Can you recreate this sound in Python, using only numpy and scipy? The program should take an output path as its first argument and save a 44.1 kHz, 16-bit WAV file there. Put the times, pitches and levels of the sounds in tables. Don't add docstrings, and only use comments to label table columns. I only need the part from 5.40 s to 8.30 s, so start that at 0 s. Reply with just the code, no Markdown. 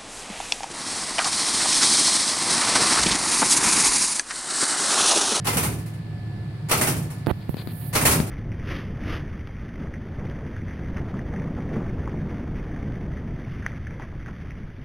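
import sys
import numpy as np
from scipy import signal
from scipy.fft import rfft, irfft
from scipy.io import wavfile
from scipy.ndimage import uniform_filter1d

SR = 44100
rng = np.random.default_rng(int(sys.argv[2]) if len(sys.argv) > 2 else 0)


def persist_wave(psi):
    counts = np.round(np.clip(psi, -1, 1) * 32767).astype(np.int16)
    wavfile.write(sys.argv[1], SR, np.atleast_2d(counts).T)


N = 127890


def undb(db):
    return 10 ** (np.asarray(db) / 20)


def unit(x):
    return x / np.sqrt(np.mean(x ** 2))


def at(points, hz):
    p = np.array(points)
    return np.interp(np.log(np.maximum(hz, 1)), np.log(p[:, 0]), p[:, 1])


def colour(x, points):
    size = 8192
    gain = undb(at(points, np.fft.rfftfreq(size, 1 / SR)))
    cepstrum = irfft(np.log(gain))
    cepstrum[1:size // 2] *= 2
    cepstrum[size // 2 + 1:] = 0
    response = irfft(np.exp(rfft(cepstrum)))
    return signal.fftconvolve(np.atleast_2d(x), response[None], axes=-1)[:, :x.shape[-1]]


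# (frequency [Hz], likeness [0-1])
CHANNEL_LIKENESS = [(60, 0.86), (130, 1), (290, 0.85), (640, 0.52), (1410, 0.07), (3100, 0), (15000, 0)]


def diffuse(points, size=N):
    hz = np.fft.rfftfreq(size, 1 / SR)
    like = np.clip(at(CHANNEL_LIKENESS, hz), 0, 1)
    noise = rfft(rng.standard_normal((2, size)))
    mid, side = noise * np.sqrt([1 + like, 1 - like]) * undb(at(points, hz))
    return unit(irfft(np.array([mid + side, mid - side]), size))


def walk(rate_hz, size=N):
    k = max(int(SR / rate_hz), 1)
    steps = rng.standard_normal(size // k + 1)[np.arange(size) // k]
    return unit(uniform_filter1d(uniform_filter1d(steps, k), k))


def pan(left_minus_right_db):
    return undb(np.array([[left_minus_right_db], [-left_minus_right_db]]) / 2)


def fade(t, t60_s):
    return np.exp(-np.log(1000) * t / t60_s)


def add(out, start_s, x):
    i = max(int(start_s * SR), 0)
    if i < N:
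        out[..., i:i + x.shape[-1]] += x[..., :N - i]


# (frequency [Hz], rms level [dB])
HUM_LINES = [(107.7, -36.5), (139, -49.5), (323, -56.5), (721.4, -61)]
HUM_WAVER_DB, HUM_DRIFT_RATIO = 1.9, .0012
WHINE_HZ, WHINE_DB = 1734.5, -60
# (frequency [Hz], relative density [dB per Hz])
RUMBLE_SPECTRUM = [(20, -32), (42, -16), (55, -19), (80, -9), (105, -10.5), (140, 0.5), (170, -5),
                   (215, -16.5), (320, -20), (500, -31.5), (1000, -52), (8000, -100)]
RUMBLE_DB, RUMBLE_FLUTTER_DB = -33.5, 1
# (frequency [Hz], relative density [dB per Hz])
FAN_SPECTRUM = [(100, -7.5), (750, 0), (1200, -6), (2000, -6), (3200, -13), (4500, -13), (6000, -27),
                (9500, -21.5), (12000, -32.5), (16000, -31)]
FANS_DB = -49.5


def motors():
    clock = 2 * np.pi * np.cumsum(1 + HUM_DRIFT_RATIO * walk(13.43)) / SR
    tones = [*HUM_LINES, (WHINE_HZ, WHINE_DB)]
    lines = sum(np.sqrt(2) * undb(db) * np.sin(hz * clock) for hz, db in tones)
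    wavering = lines * undb(HUM_WAVER_DB * walk(10.22))
    rumble = diffuse(RUMBLE_SPECTRUM) * undb(RUMBLE_DB + RUMBLE_FLUTTER_DB * walk(20))
    return wavering + rumble + undb(FANS_DB) * diffuse(FAN_SPECTRUM)


# (start [s], level [dB])
COPIER_CYCLES = [(.045, 0), (1.287, 0.5), (2.528, 2)]
# (time after cycle start [s], casing level [dB], metal level [dB], chatter decay constant [s])
CYCLE_STRIKES = [(-.001, -16, -16, .008), (.006, -9, -10, .012), (.023, 0, -2, .009), (.083, -8, -5, .009),
                 (.123, 1, 3, .012), (.182, -5, -2, .014), (.275, -20, -17, .012), (.338, -25, -24, .008),
                 (.413, -26, -25, .008), (.49, -32, -34, .008)]
CONTACTS_PER_S, CONTACT_SCATTER_DB, STRIKE_SCATTER_DB = 2500, 2.5, 1.25


def contacts(t):
    force, age = np.zeros((2, N)), t[:SR // 10]
    for start, cycle_db in COPIER_CYCLES:
        for offset, casing_db, metal_db, chatter_s in CYCLE_STRIKES:
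            touch = rng.random(len(age)) < CONTACTS_PER_S / SR
            signs = rng.choice([-1, 1], len(age))
            sizes = signs * undb(CONTACT_SCATTER_DB * rng.standard_normal(len(age)))
            clicks = touch * sizes * np.exp(-age / chatter_s)
            strike_db = cycle_db + STRIKE_SCATTER_DB * rng.standard_normal()
            gain = undb(strike_db) / np.linalg.norm(clicks)
            add(force, start + offset, gain * undb([[casing_db], [metal_db]]) * clicks)
    return force


FIXED_RING_SHARE = .5


def ring(force, spectrum, envelope):
    envelope = unit(envelope)
    response = diffuse(spectrum, size=len(envelope)) * envelope
    resonances = signal.fftconvolve(force[None], response, axes=-1)[:, :N]
    energy = np.maximum(signal.fftconvolve(force ** 2, envelope ** 2)[:N], 0)
    wash = np.sqrt((1 - FIXED_RING_SHARE) * energy) * diffuse(spectrum)
    return np.sqrt(FIXED_RING_SHARE) * resonances + wash


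# (frequency [Hz], relative density [dB per Hz])
CASING_SPECTRUM = [(100, -3.5), (200, 1.5), (450, 3.5), (640, -0.5), (900, 1.5), (1400, 1), (1700, -3),
                   (2400, -0.5), (3300, -8), (4400, -9.5), (7000, -10), (16000, -21)]
METAL_SPECTRUM = [(1500, -26), (4000, -25), (6500, -9.5), (8300, -1.5), (9600, 3.5), (10800, -2.5),
                  (13000, -4.5), (16000, -9.5)]
BOOM_SPECTRUM = [(25, -34), (50, -25), (70, -4), (110, -1), (155, 3), (200, -5), (330, -9), (480, -16),
                 (800, -23.5), (8000, -94)]
CASING_DB, METAL_DB, BOOM_DB = -35, -37, -38
CASING_T60_S, METAL_T60_S, ROOM_T60_S, BOOM_T60_S = 0.31, 0.27, 0.43, 0.42
CASING_ROOM_DB, METAL_ROOM_DB = -7, -31.5
BOOM_RISE_S, BOOM_LAG_S = 0.076, 0.031


def banging(t):
    on_casing, on_metal = contacts(t)
    room = fade(t, ROOM_T60_S)
    casing = ring(on_casing, CASING_SPECTRUM, fade(t, CASING_T60_S) + undb(CASING_ROOM_DB) * room)
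    metal = ring(on_metal, METAL_SPECTRUM, fade(t, METAL_T60_S) + undb(METAL_ROOM_DB) * room)
    swell = (1 - np.exp(-np.maximum(t - BOOM_LAG_S, 0) / BOOM_RISE_S)) ** 2
    boom = ring(on_casing, BOOM_SPECTRUM, swell * fade(t, BOOM_T60_S))
    return undb(CASING_DB) * casing + undb(METAL_DB) * metal + undb(BOOM_DB) * boom


# (time [s], level [dB])
SLIDE_LEVEL = [(1.858, -100), (1.864, -50), (1.905, -43.5), (1.922, -61), (2.085, -65), (2.094, -44),
               (2.14, -53.5), (2.18, -48.5), (2.25, -52), (2.32, -45.5), (2.49, -38.5), (2.52, -50.5),
               (2.56, -69)]
# (frequency [Hz], relative density [dB per Hz])
SLIDE_SPECTRUM = [(3000, -33), (7500, -15), (9500, 1.5), (12000, 1), (13700, 2.5), (16000, -3)]
SLIDE_LEFT_DB = -13


def palm_slide(t):
    hiss = diffuse(SLIDE_SPECTRUM) * undb(np.interp(t, *np.array(SLIDE_LEVEL).T))
    return hiss * undb([[SLIDE_LEFT_DB], [0]])


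# (frequency [Hz], gain [dB])
PORT_RESPONSE = [(40, -26), (200, 7.5), (2500, -1), (4500, 2), (5600, -24), (9000, -9), (16000, -13)]


def through_port(x):
    return colour(x, PORT_RESPONSE)


# (start [s], thud peak before pan [dB], push rise [s],
# thud high-pass [Hz], click peak against thud [dB], left minus right [dB])
HAND_KNOCKS = [(1.8632, -29.5, 0.00011, 400, 1, 2), (1.8694, -12.5, 0.00043, 146, -12.5, -13),
               (1.8750, -22.5, 0.0016, 100, -28, -22), (1.912, -16.5, .0007, 135, -21, -20.5),
               (1.9129, -17, 0.0014, 73, -19, -16.5), (2.0932, -22.5, 0.0013, 97, -23, -24),
               (2.1434, -21.5, 0.0015, 194, -17, 11), (2.1687, -29, 0.00074, 161, -10, 17),
               (2.2733, -24, 0.0015, 126, -6.5, 12), (2.8014, -12, 0.0015, 170, -5.5, 10.5)]
CLICK_DECAY_S = 0.00081


def knocks(t):
    out, age = np.zeros((2, N)), t[:SR // 10]
    for start, db, rise_s, leak_hz, click_db, pan_db in HAND_KNOCKS:
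        push = -age / rise_s * np.exp(1 - age / rise_s)
        thud = signal.sosfilt(signal.butter(3, leak_hz, "high", fs=SR, output="sos"), push)
        click = through_port(rng.standard_normal(len(age)) * np.exp(-age / CLICK_DECAY_S))
        knock = thud / np.abs(thud).max() + undb(click_db) * click / np.abs(click).max()
        add(out, start, undb(db) * pan(pan_db) * knock)
    return out


# (start [s], length [s], level before press and pan [dB], left minus right [dB], low-pass [Hz])
SKIN_RUBS = [(1.876, .037, -31, -14, 700), (1.893, .019, -31, -14, 1700), (2.170, .058, -44, 6, 6000),
             (2.275, .05, -50, 4, 4000), (2.41, .06, -53, 2, 4000), (2.008, .025, -53, 0, 6000)]
RUB_EDGE_S, RUB_ROUGH_DB = .008, 0.5


def rubs(t):
    out, age = np.zeros((2, N)), t[:SR // 10]
    for start, length, db, pan_db, dull_hz in SKIN_RUBS:
        slips = rng.standard_normal(len(age)) * undb(RUB_ROUGH_DB * walk(500, size=len(age)))
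        soft = signal.sosfilt(signal.butter(2, min(dull_hz, SR / 3), fs=SR, output="sos"), slips)
        press = np.clip(np.minimum(age, length + RUB_EDGE_S - age) / RUB_EDGE_S, 0, 1)
        rub = press * unit(through_port(soft))
        add(out, start - RUB_EDGE_S / 2, undb(db) * pan(pan_db) * rub)
    return out


def scene():
    t = np.arange(N) / SR
    return motors() + banging(t[:SR]) + palm_slide(t) + knocks(t) + rubs(t)


# (frequency [Hz], level difference [dB])
PORT_DIFFERENCE = [(110, -0.5), (250, -1.5), (700, 0), (1300, -1.5), (2400, -2), (3300, 0.5), (4400, 9.5),
                   (5600, 9), (8100, -0.5), (15000, -6)]
TOP_HZ = 15800


def record(dry):
    tilt_db = at(PORT_DIFFERENCE, np.fft.rfftfreq(2 * N, 1 / SR))
    port_gains = undb(np.array([tilt_db, -tilt_db]) / 2)
    heard = irfft(rfft(dry, 2 * N) * port_gains)[:, :N]
    return signal.sosfilt(signal.ellip(10, .2, 80, TOP_HZ, fs=SR, output="sos"), heard)


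dry = scene()
out = record(dry)
persist_wave(out)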